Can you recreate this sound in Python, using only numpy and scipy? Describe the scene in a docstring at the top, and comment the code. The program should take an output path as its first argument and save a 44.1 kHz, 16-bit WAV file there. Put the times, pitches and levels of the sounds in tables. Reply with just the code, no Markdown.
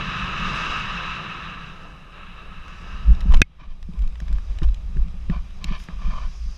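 """Wind hisses and flutters; steps, rubs and ticks set in, a hard blow ducks the level, and they run on with swishes.
A camera in a closed housing glides down: noise through the housing's resonances makes the wind.
As the pilot touches down on grass a buckle knocks the housing: decaying modes make it ring.
Steps, from just before the knock on, jolt the mount (swelling sines) and boom (decaying sines);
straps, lines and wing are noise bursts."""
import sys
import numpy as np
from scipy import signal
from scipy.fft import rfft, irfft, next_fast_len
from scipy.io import wavfile
from scipy.ndimage import uniform_filter1d, minimum_filter1d, map_coordinates

SR = 44100
rng = np.random.default_rng(int(sys.argv[2]) if len(sys.argv) > 2 else 0)


def volts(x):
    """Linear amplitude factor 10**(x/20) for a level x in dB, scalar or array-like."""
    e = np.asarray(x, float) / 20
    return 10 ** e


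def wrap_up_sound(samples):
    """Save the sound to the file named by the first command line argument, as 16-bit audio."""
    columns = np.atleast_2d(samples).T
    # keep every value between -1 and 1, then stretch to whole-number steps
    tamed = np.clip(columns, -1, 1)
    steps = np.round(tamed * 32767).astype(np.int16)
    wavfile.write(sys.argv[1], SR, steps)


N = 289737  # length in samples

# Microphone self-noise colour. Each row: frequency in Hz, relative level in dB.
SELF_NOISE_COLOUR = [(300, -7), (3000, -0.5), (8000, 0), (11000, -4.5), (14000, -12), (15600, -15),
                     (16200, -51.5)]
# Air and grass during the run. Each row: time in seconds, air level in dB, grass swish level in dB.
GROUND_LEVELS = [(3.441, -53, -67), (3.65, -52, -66), (3.83, -59.5, -68), (4.16, -59.5, -68),
                 (4.51, -55, -62.5), (4.82, -59.5, -67.5), (5.6, -56.5, -66), (5.85, -54.5, -65),
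                 (6.15, -54.5, -58.5), (6.57, -57, -57)]
# Resonances of still air and grass. Each row: frequency in Hz, width in Hz, relative level in dB.
AIR_MODES = [(1190, 290, 1), (1660, 730, -5.5), (2540, 1030, -3), (3300, 720, -7.5), (3870, 330, -5)]
# Treble resonances of wind and grass. Each row: frequency in Hz, width in Hz, relative level in dB.
TREBLE_MODES = [(4850, 880, 4), (5185, 160, 5), (5850, 1420, 1), (6720, 530, -8), (7510, 2300, -17.5),
                (9520, 1900, -20.5), (10340, 1500, -30.5), (13000, 1500, -36)]
# Low shaking of mount and housing. Each row: time in seconds, then sway, boom and murmur levels in dB.
SHAKE_LEVELS = [(0, -34, -34, -43.5), (.7, -34.5, -37.5, -44), (1.3, -41, -41.5, -48.5),
                (2.15, -42, -51.5, -55.5), (2.8, -34, -47, -54), (3.25, -21.5, -44, -49.5),
                (3.5, -31, -45, -55), (3.95, -32, -55, -61), (4.5, -27, -54, -57.5),
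                (5.15, -28.5, -47, -59), (5.85, -33.5, -49, -58.5), (6.15, -29, -51, -60.5),
                (6.57, -35, -63, -63)]
# Colours of the shaking, low to high. Each row: frequency in Hz, relative level in dB.
SWAY_COLOUR = [(6, -20.5), (14, 1), (25, 1.5), (36, -5.5), (50, -4), (70, -10), (95, -21.5), (130, -58.5)]
BOOM_COLOUR = [(60, -59), (95, -7), (130, -5.5), (172, -1.5), (200, -5), (260, -22.5), (400, -70)]
MURMUR_COLOUR = [(150, -45.5), (260, -1.5), (400, -3), (600, -4), (900, -5.5), (1300, -12)]
# Footfalls swinging the mount. Each row: centre of the rock in seconds, rock level in dB, quiver level in dB,
# length at half amplitude in ms, lead of the quiver over the rock in ms.
FOOTFALLS = [(3.111, -8, -1.5, 46, 7), (3.304, -19, -3.5, 24, 0.5), (3.354, 0.5, -10, 64, -31.5),
             (3.706, -17.5, -30, 79, 3.5), (4.062, -13, -14.5, 56, 50), (4.23, -28, -22, 30, 0),
             (4.345, -15, -16, 75, 0), (4.51, -30, -24, 60, 0), (4.661, -13, -10.5, 85, -25),
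             (4.85, -28, -24, 45, 0), (5.007, -11, -13, 62, -3), (5.31, -20, -22, 55, -0.5),
             (5.4, -23, -21, 40, 25), (5.719, -16, -22.5, 68, 24.5), (6.08, -11, -16.5, 43, 0.5),
             (6.155, -16, -27, 29, -3), (6.268, -18.5, -38, 63, -2), (6.477, -22.5, -24, 88, 24)]
# Strap strokes. Each row: start in seconds, end in seconds, rub level in dB, scratch over rub in dB.
RUB_STROKES = [(3.3, 3.373, -41, -7), (3.583, 3.668, -42, -4.5), (3.687, 3.738, -50, -1.5),
               (3.949, 3.993, -56, -8), (4.02, 4.073, -55, -4), (4.213, 4.234, -52, -6),
               (4.244, 4.415, -56.5, -2.5), (4.623, 4.652, -39, -9), (4.955, 5.08, -57.5, -6),
               (5.29, 5.397, -44, -6.5), (5.61, 5.695, -48.5, -0.5), (5.668, 5.791, -45.5, 2),
               (5.872, 5.96, -51.5, -7), (5.98, 6.14, -45.5, -5.5), (6.1, 6.294, -42.5, -6.5)]
# Bright nylon swishes. Each row: start in seconds, end in seconds, sizzle level in dB.
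NYLON_SWISHES = [(4.635, 4.647, -57.5), (5.764, 5.874, -55)]
# Strap rub, scratch and sizzle resonances. Each row: frequency in Hz, width in Hz, relative level in dB.
STRAP_MODES = [(652, 260, -10.5), (1028, 102, -0.5), (1170, 146, -2), (1490, 160, -12)]
SCRATCH_MODES = [(1748, 130, 1.5), (2374, 380, 1.5), (3110, 430, -2), (3740, 600, -10), (4500, 690, -13.5),
                 (5520, 1400, -17)]
SIZZLE_MODES = [(5040, 990, 4), (6110, 1700, 1), (9980, 1600, -8), (13000, 1400, -15.5)]
# Ticks of lines and buckles. Each row: start in seconds, level before make-up in dB,
# body over that level in dB, brightness in dB.
CONTACT_TICKS = [(2.68, -42.5, 3, 4), (3.1494, -43, -10, 3), (3.206, -38, -9, 9), (3.211, -40, 3, 1),
                 (3.3223, -36, 5, 1), (3.3383, -28, 5.5, -0.5), (3.3435, -22, -4, -9), (3.3705, -34, -3, 0),
                 (3.4424, -45, -15, -6), (3.8274, -41, 0, 9), (3.935, -50, -3, 3), (3.9908, -46, -10, 6),
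                 (4.0208, -45, -4, 3), (4.0761, -43, -27, 3), (4.1556, -43.5, 2, -4),
                 (4.2018, -40, 4.5, 10.5), (4.2816, -44, 4, 2), (4.327, -45, 4, 13), (4.384, -47, 10.5, 2),
                 (4.586, -36.5, -1, -1), (4.619, -52, 16, -8), (4.6318, -35.5, -3, 7),
                 (4.6862, -42.5, -6, -14), (4.7439, -38.5, -11, 2), (4.9694, -47, 7, 0),
                 (5.0828, -46.5, -1, -14), (5.2984, -37, 8.5, -13), (5.5064, -48, 0, -7),
                 (5.6423, -22.5, -18, 4.5), (5.7996, -40, 0, 3), (5.8374, -46, -14, 15),
                 (5.886, -46.5, 16.5, -3)]
# Body, bite, treble and edge of a small contact, one list each.
# Each row: frequency in Hz, width in Hz, relative level in dB.
CONTACT_MODES = [
    [(780, 710, -2), (1250, 460, -0.5), (1747, 740, 0.5)],
    [(2510, 570, -2), (3030, 650, -2.5), (3760, 480, -1)],
    [(5240, 1200, 2), (6270, 890, -3), (7360, 1100, -4)],
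    [(9700, 1500, -1.5), (11000, 1500, -2.5), (13000, 2000, -9)],
]
# Steps ringing the housing. Each row: start in seconds, level before make-up in dB, boom frequency in Hz,
# slap over boom in dB.
STEP_THUMPS = [(3.1, -34, 168, -10), (3.256, -25, 168, -34), (3.325, -32.5, 168, -17),
               (3.495, -36, 165, -30), (3.615, -35.5, 140, -9), (3.888, -28, 170, -23),
               (3.94, -36, 168, -20), (4.216, -34, 160, -20.5), (4.303, -38, 168, -9),
               (4.618, -24.5, 140, -10), (4.963, -27, 140, -17), (5.14, -38, 168, -29),
               (5.297, -17.5, 168, -20.5), (5.36, -31, 160, -25), (5.642, -33.5, 168, -14),
               (5.71, -27, 170, -22), (5.887, -36, 175, -35), (6.076, -36.5, 168, -18)]
# Airflow in flight. Each row: time in seconds, hiss level in dB, treble level in dB.
FLIGHT_LEVELS = [(0, -29, -51), (.3, -29, -51.5), (.61, -26.5, -45.5), (1.0, -30, -52.5),
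                 (1.55, -36.5, -61), (1.76, -44.5, -64), (2.1, -50.5, -71), (2.19, -44, -70),
                 (2.5, -45.5, -68.5), (2.78, -45.5, -61.5), (2.93, -42, -59.5), (3.07, -47, -63),
                 (3.42, -49.5, -62)]
# Wind resonances of the housing. Each row: frequency in Hz, width in Hz, relative level in dB.
HOUSING_MODES = [(1066, 217, -8), (1184, 118, -4.5), (1283, 111, -1), (1640, 470, -7.5), (2255, 330, -14),
                 (2644, 246, -5), (2862, 380, -10.5), (3400, 590, -19.5), (3845, 355, -14.5)]
# The hard blow. One row: start in seconds, peak in dB.
HARD_KNOCK = (3.4176, 18.1)
# Modes of the struck housing. Each row: frequency in Hz, relative level in dB, t60 in seconds.
SHELL_MODES = [(91, -12, .04), (170, -5, 0.014), (283, -10.5, 0.014), (420, -11, 0.009), (630, -16, 0.013),
               (930, -11, 0.0064), (1250, -29.5, 0.013), (1657, 1, 0.01), (2023, -7.5, 0.018),
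               (2190, -18, .04), (2510, -1, 0.021), (2980, -16.5, 0.013), (3095, -12.5, 0.015),
               (3536, -5.5, 0.01), (4560, -31, 0.028), (5220, -24.5, 0.015), (5930, -3, 0.0047),
               (7450, -22.5, 0.0051), (9020, -22, 0.007), (10500, -24, 0.0074)]

ROCK_HZ, QUIVER_HZ, SWING_SPREAD = 20.3, 49.6, 0.064  # centre pitches; largest random detune as a ratio
RATTLE_DB, RATTLE_S = -33, 0.073  # boom stirred by a footfall: level under its rock, fade to 1/e each way
SWISH_SCRATCH_DB = -2  # scratch over the sizzle of a swish
TICK_S = 0.011  # t60
TREBLE_DB, EDGE_DB, TREBLE_FOLLOWS = -8.5, -24, 0.49  # shares at brightness 0; treble dB per dB of brightness
FAINT_COUNT, FAINT_DB, FAINT_SPREAD_DB = 10, -56, 2  # faint ticks; level before make-up
THUMP_S = 0.068  # t60 of the boom
THUD_HZ, THUD_DB, THUD_S = 95, -5, 0.035  # dull push: pitch, level over boom, t60


def unit(x):
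    """Scales to rms 1."""
    return x / np.sqrt(np.mean(x ** 2) + 1e-20)


def curves(rows):
    """Draws one fader curve for each column after the time."""
    s, *columns = np.transpose(rows)
    return [np.interp(np.arange(N) / SR, s, column) for column in columns]


def wobble(rate):
    """Draws a smooth random curve with rate knots a second."""
    knots = rng.standard_normal(int(N * rate / SR) + 4)
    return map_coordinates(knots, [np.arange(N) * rate / SR])


def sloped(points):
    """Gain over frequency from (Hz, dB) points on a log axis."""
    f, db = np.transpose(points)
    return lambda hz: volts(np.interp(np.log(hz + 1), np.log(f + 1), db, left=-120, right=-120))


def humped(modes):
    """Gain over frequency from steep-sided resonances that add in power."""
    return lambda hz: np.sqrt(sum(volts(db) ** 2 / (1 + (2 * (hz - c) / w) ** 2) ** 2 for c, w, db in modes))


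def rush(gain, patchy_db):
    """Coloured noise of rms 1 with patches of random gain in time and frequency."""
    hz, _, z = signal.stft(rng.standard_normal(N + 512), SR, nperseg=512)
    patches = uniform_filter1d(rng.standard_normal(z.shape), 5, 0)
    patches = unit(uniform_filter1d(patches, 8, 1))
    patchy = signal.istft(z * volts(patchy_db * patches), nperseg=512)[1][:N]
    size = next_fast_len(N + 8192)
    spectrum = rfft(patchy, size) * gain(np.fft.rfftfreq(size, 1 / SR))
    return unit(irfft(spectrum, size)[:N])


def add(out, s, x):
    """Mixes x into out from time s on."""
    part = out[max(round(s * SR), 0):][:len(x)]
    part += x[:len(part)]


def microphone_hiss():
    """The microphone's own noise: a steady bed of coloured hiss."""
    return volts(-72) * rush(sloped(SELF_NOISE_COLOUR), patchy_db=1.5)


def breeze():
    """Weak, even noise of air and grass during the run, each wavering slightly by itself."""
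    air_db, swish_db = curves(GROUND_LEVELS)
    landed = np.arange(N) / SR > GROUND_LEVELS[0][0]
    air = volts(air_db + 0.52 * wobble(30)) * rush(humped(AIR_MODES), patchy_db=1.3)
    swish = volts(swish_db + 0.64 * wobble(30)) * rush(humped(TREBLE_MODES), patchy_db=1.2)
    return landed * (air + swish)


def shaking():
    """Air and body shake the housing in lumps of low noise; footfalls stir the boom."""
    _, boom_db, murmur_db = curves(SHAKE_LEVELS)
    boom_level = volts(boom_db)
    late = np.arange(-SR // 4, SR // 4) / SR  # seconds from the footfall's centre
    for s, rock_db, *_ in FOOTFALLS:
        add(boom_level, s + late[0], volts(rock_db + RATTLE_DB) * np.exp(-(late / RATTLE_S) ** 2))
    boom = boom_level * unit(volts(1.46 * wobble(10)) * rush(sloped(BOOM_COLOUR), patchy_db=1.5))
    murmur = volts(murmur_db) * unit(volts(1.76 * wobble(15)) * rush(sloped(MURMUR_COLOUR), patchy_db=0.0))
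    return boom + murmur


def mount():
    """The soft mount sways as low noise; each footfall swings it in two ways, swelling and fading."""
    sway_db = curves(SHAKE_LEVELS)[0]
    out = volts(sway_db) * unit(volts(1.1 * wobble(5.7)) * rush(sloped(SWAY_COLOUR), patchy_db=-0.5))
    late = np.arange(-SR // 8, SR // 8) / SR  # seconds from the swing's centre
    chances = rng.random((len(FOOTFALLS), 4))
    for (s, rock_db, quiver_db, ms, lead_ms), chance in zip(FOOTFALLS, chances):
        swell = 0.5 ** ((2000 * late / ms) ** 2)
        rock = (s, rock_db, ROCK_HZ, *chance[:2])
        quiver = (s - lead_ms / 1000, quiver_db, QUIVER_HZ, *chance[2:])
        for at, db, hz, turn, off in (rock, quiver):
            detuned_hz = hz * (1 + SWING_SPREAD * (2 * off - 1))
            cycles = detuned_hz * late * (1 - 1.37 * late)  # the swing slows as it goes
            add(out, at + late[0], volts(db) * swell * np.cos(2 * np.pi * (cycles + turn)))
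    return 0.92 * np.tanh(out / 0.92)  # it stiffens at the end of its travel


def stroke(start, end):
    """Loudness of one drag: a rounded swell from start to end."""
    return np.sin(np.linspace(0, np.pi, round((end - start) * SR))) ** 0.65


def rubbing():
    """Straps drag over the shell in scuffing strokes; nylon scratches and sizzles above them."""
    levels = np.zeros((3, N))
    rub, scratch, sizzle = levels
    for start, end, db, scratch_db in RUB_STROKES:
        add(rub, start, volts(db) * stroke(start, end))
        add(scratch, start, volts(db + scratch_db) * stroke(start, end))
    for start, end, db in NYLON_SWISHES:
        add(scratch, start, volts(db + SWISH_SCRATCH_DB) * stroke(start, end))
        add(sizzle, start, volts(db) * stroke(start, end))
    scuff = volts(1.2 * wobble(45) + 1.8 * wobble(200))
    colours = (STRAP_MODES, SCRATCH_MODES, SIZZLE_MODES)
    return scuff * sum(level * rush(humped(modes), patchy_db=1.4) for level, modes in zip(levels, colours))


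def ticks():
    """Lines and buckles touch in short gritty bursts, brighter ones with more treble and edge."""
    levels, t = np.zeros((4, N)), np.arange(SR // 20) / SR
    # faint ticks fall at random during the run
    run_start = GROUND_LEVELS[0][0]
    times = rng.random((FAINT_COUNT, 1)) * (N / SR - run_start) + run_start
    spread = [FAINT_SPREAD_DB, 5, 5] * rng.standard_normal((FAINT_COUNT, 3))
    faint = np.hstack([times, [FAINT_DB, -3, 0] + spread])
    burst = volts(8 - 60 * t / TICK_S) * (1 - np.exp(-t / (0.12 * TICK_S)))  # 8 dB make-up for the soft onset
    for s, db, body_db, bright_db in [*CONTACT_TICKS, *faint]:
        shares_db = (body_db, 0, TREBLE_DB + TREBLE_FOLLOWS * bright_db, EDGE_DB + bright_db)
        for level, share_db in zip(levels, shares_db):
            add(level, s, volts(db + share_db) * burst)
    grits = [rush(humped(modes), patchy_db=-3.5) for modes in CONTACT_MODES]
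    # levelled over about 3 ms, so that no tick falls into a lull of the noise
    firm = [g / np.sqrt(np.abs(uniform_filter1d(g * g, 130)) + 0.05) for g in grits]
    return sum(level * g for level, g in zip(levels, firm))


def steps():
    """Each step pushes the housing, rings its boom and slaps its wall: three decaying sines."""
    out, t = np.zeros(N), np.arange(SR // 4) / SR
    thud = volts(THUD_DB - 60 * t / THUD_S) * np.sin(2 * np.pi * THUD_HZ * t)
    onset = 1 - np.exp(-t / 0.003)
    spreads = rng.standard_normal((len(STEP_THUMPS), 1))
    for (s, db, hz, slap_db), spread in zip(STEP_THUMPS, spreads):
        boom = volts(-60 * t / THUMP_S) * np.sin(2 * np.pi * hz * t)
        slap_hz = 325 * (1 + 0.06 * spread)
        slap = volts(slap_db - 60 * t / (1.02 * THUMP_S)) * np.sin(2 * np.pi * slap_hz * t)
        add(out, s, volts(db + 10.5) * onset * (thud + boom + slap))  # 10.5 dB make-up
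    return out


def wind():
    """Turbulence at the port flutters; hiss and treble share the flutter, the highest treble spits."""
    hiss_db, treble_db = curves(FLIGHT_LEVELS)
    flying = np.arange(N) / SR < FLIGHT_LEVELS[-1][0]
    flutter = 0.57 * wobble(13) + 0.44 * wobble(60)  # dB
    hiss = volts(hiss_db + flutter) * rush(humped(HOUSING_MODES), patchy_db=0.5)
    treble = volts(treble_db + flutter + 0.42 * wobble(25)) * rush(humped(TREBLE_MODES[:5]), patchy_db=-0.9)
    spit = volts(treble_db - 23.5 + 3.5 * wobble(45)) * rush(humped(TREBLE_MODES[4:]), patchy_db=3.5)
    return flying * (hiss + treble + spit)


def knock():
    """One hard blow rings all modes of the shell inward at once, with a short noisy crack."""
    out, t = np.zeros(N), np.arange(SR // 8) / SR
    start, peak_db = HARD_KNOCK
    ring = sum(volts(db - 60 * t / t60) * np.sin(2 * np.pi * hz * t) for hz, db, t60 in SHELL_MODES)
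    crack = volts(-24 - 60 * t / 0.0066) * rng.standard_normal(len(t))
    blow = (1 - np.exp(-t / 0.0002)) * (crack - ring)  # minus: the shell first moves inward
    add(out, start, volts(peak_db) * blow / np.abs(blow).max())
    return out


def scene():
    """All sources at the single microphone, over its own hiss."""
    background = microphone_hiss() + breeze() + shaking() + mount()
    contacts = rubbing() + ticks() + steps()
    return (background + contacts + wind() + knock())[None]


def gain_control(x, top, ahead_s, attack_s, release_db):
    """Looks ahead, ducks fast under an overload and climbs back at release_db a second."""
    need_db = np.minimum(0, 20 * np.log10(top / (np.abs(x) + 1e-9)))
    ahead = round(ahead_s * SR)
    need_db = minimum_filter1d(need_db, ahead, origin=-(ahead // 2))
    climb = release_db * np.arange(N) / SR
    gain = volts(np.minimum.accumulate(need_db - climb) + climb)
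    pole = np.exp(-1 / (attack_s * SR))
    smooth_change = signal.lfilter([1 - pole], [1, -pole], gain - 1)
    return x * (1 + smooth_change)


def top_cut(x):
    """Nothing passes above the cut-off."""
    return signal.sosfilt(signal.butter(12, 16290, fs=SR, output="sos"), x)


def record(dry):
    """Gain control ducks overloads, peaks clip just above full scale, and a low-pass softens the top."""
    ducked = gain_control(dry[0], top=1.2, ahead_s=0.0112, attack_s=0.0008, release_db=30)
    clipped = np.clip(ducked, -1.05, 1.05)
    low_pass = signal.butter(6, 14000, fs=SR, output="sos")
    mix = signal.sosfilt(low_pass, clipped)[None]
    return top_cut(mix)


dry = scene()
out = record(dry)
wrap_up_sound(out)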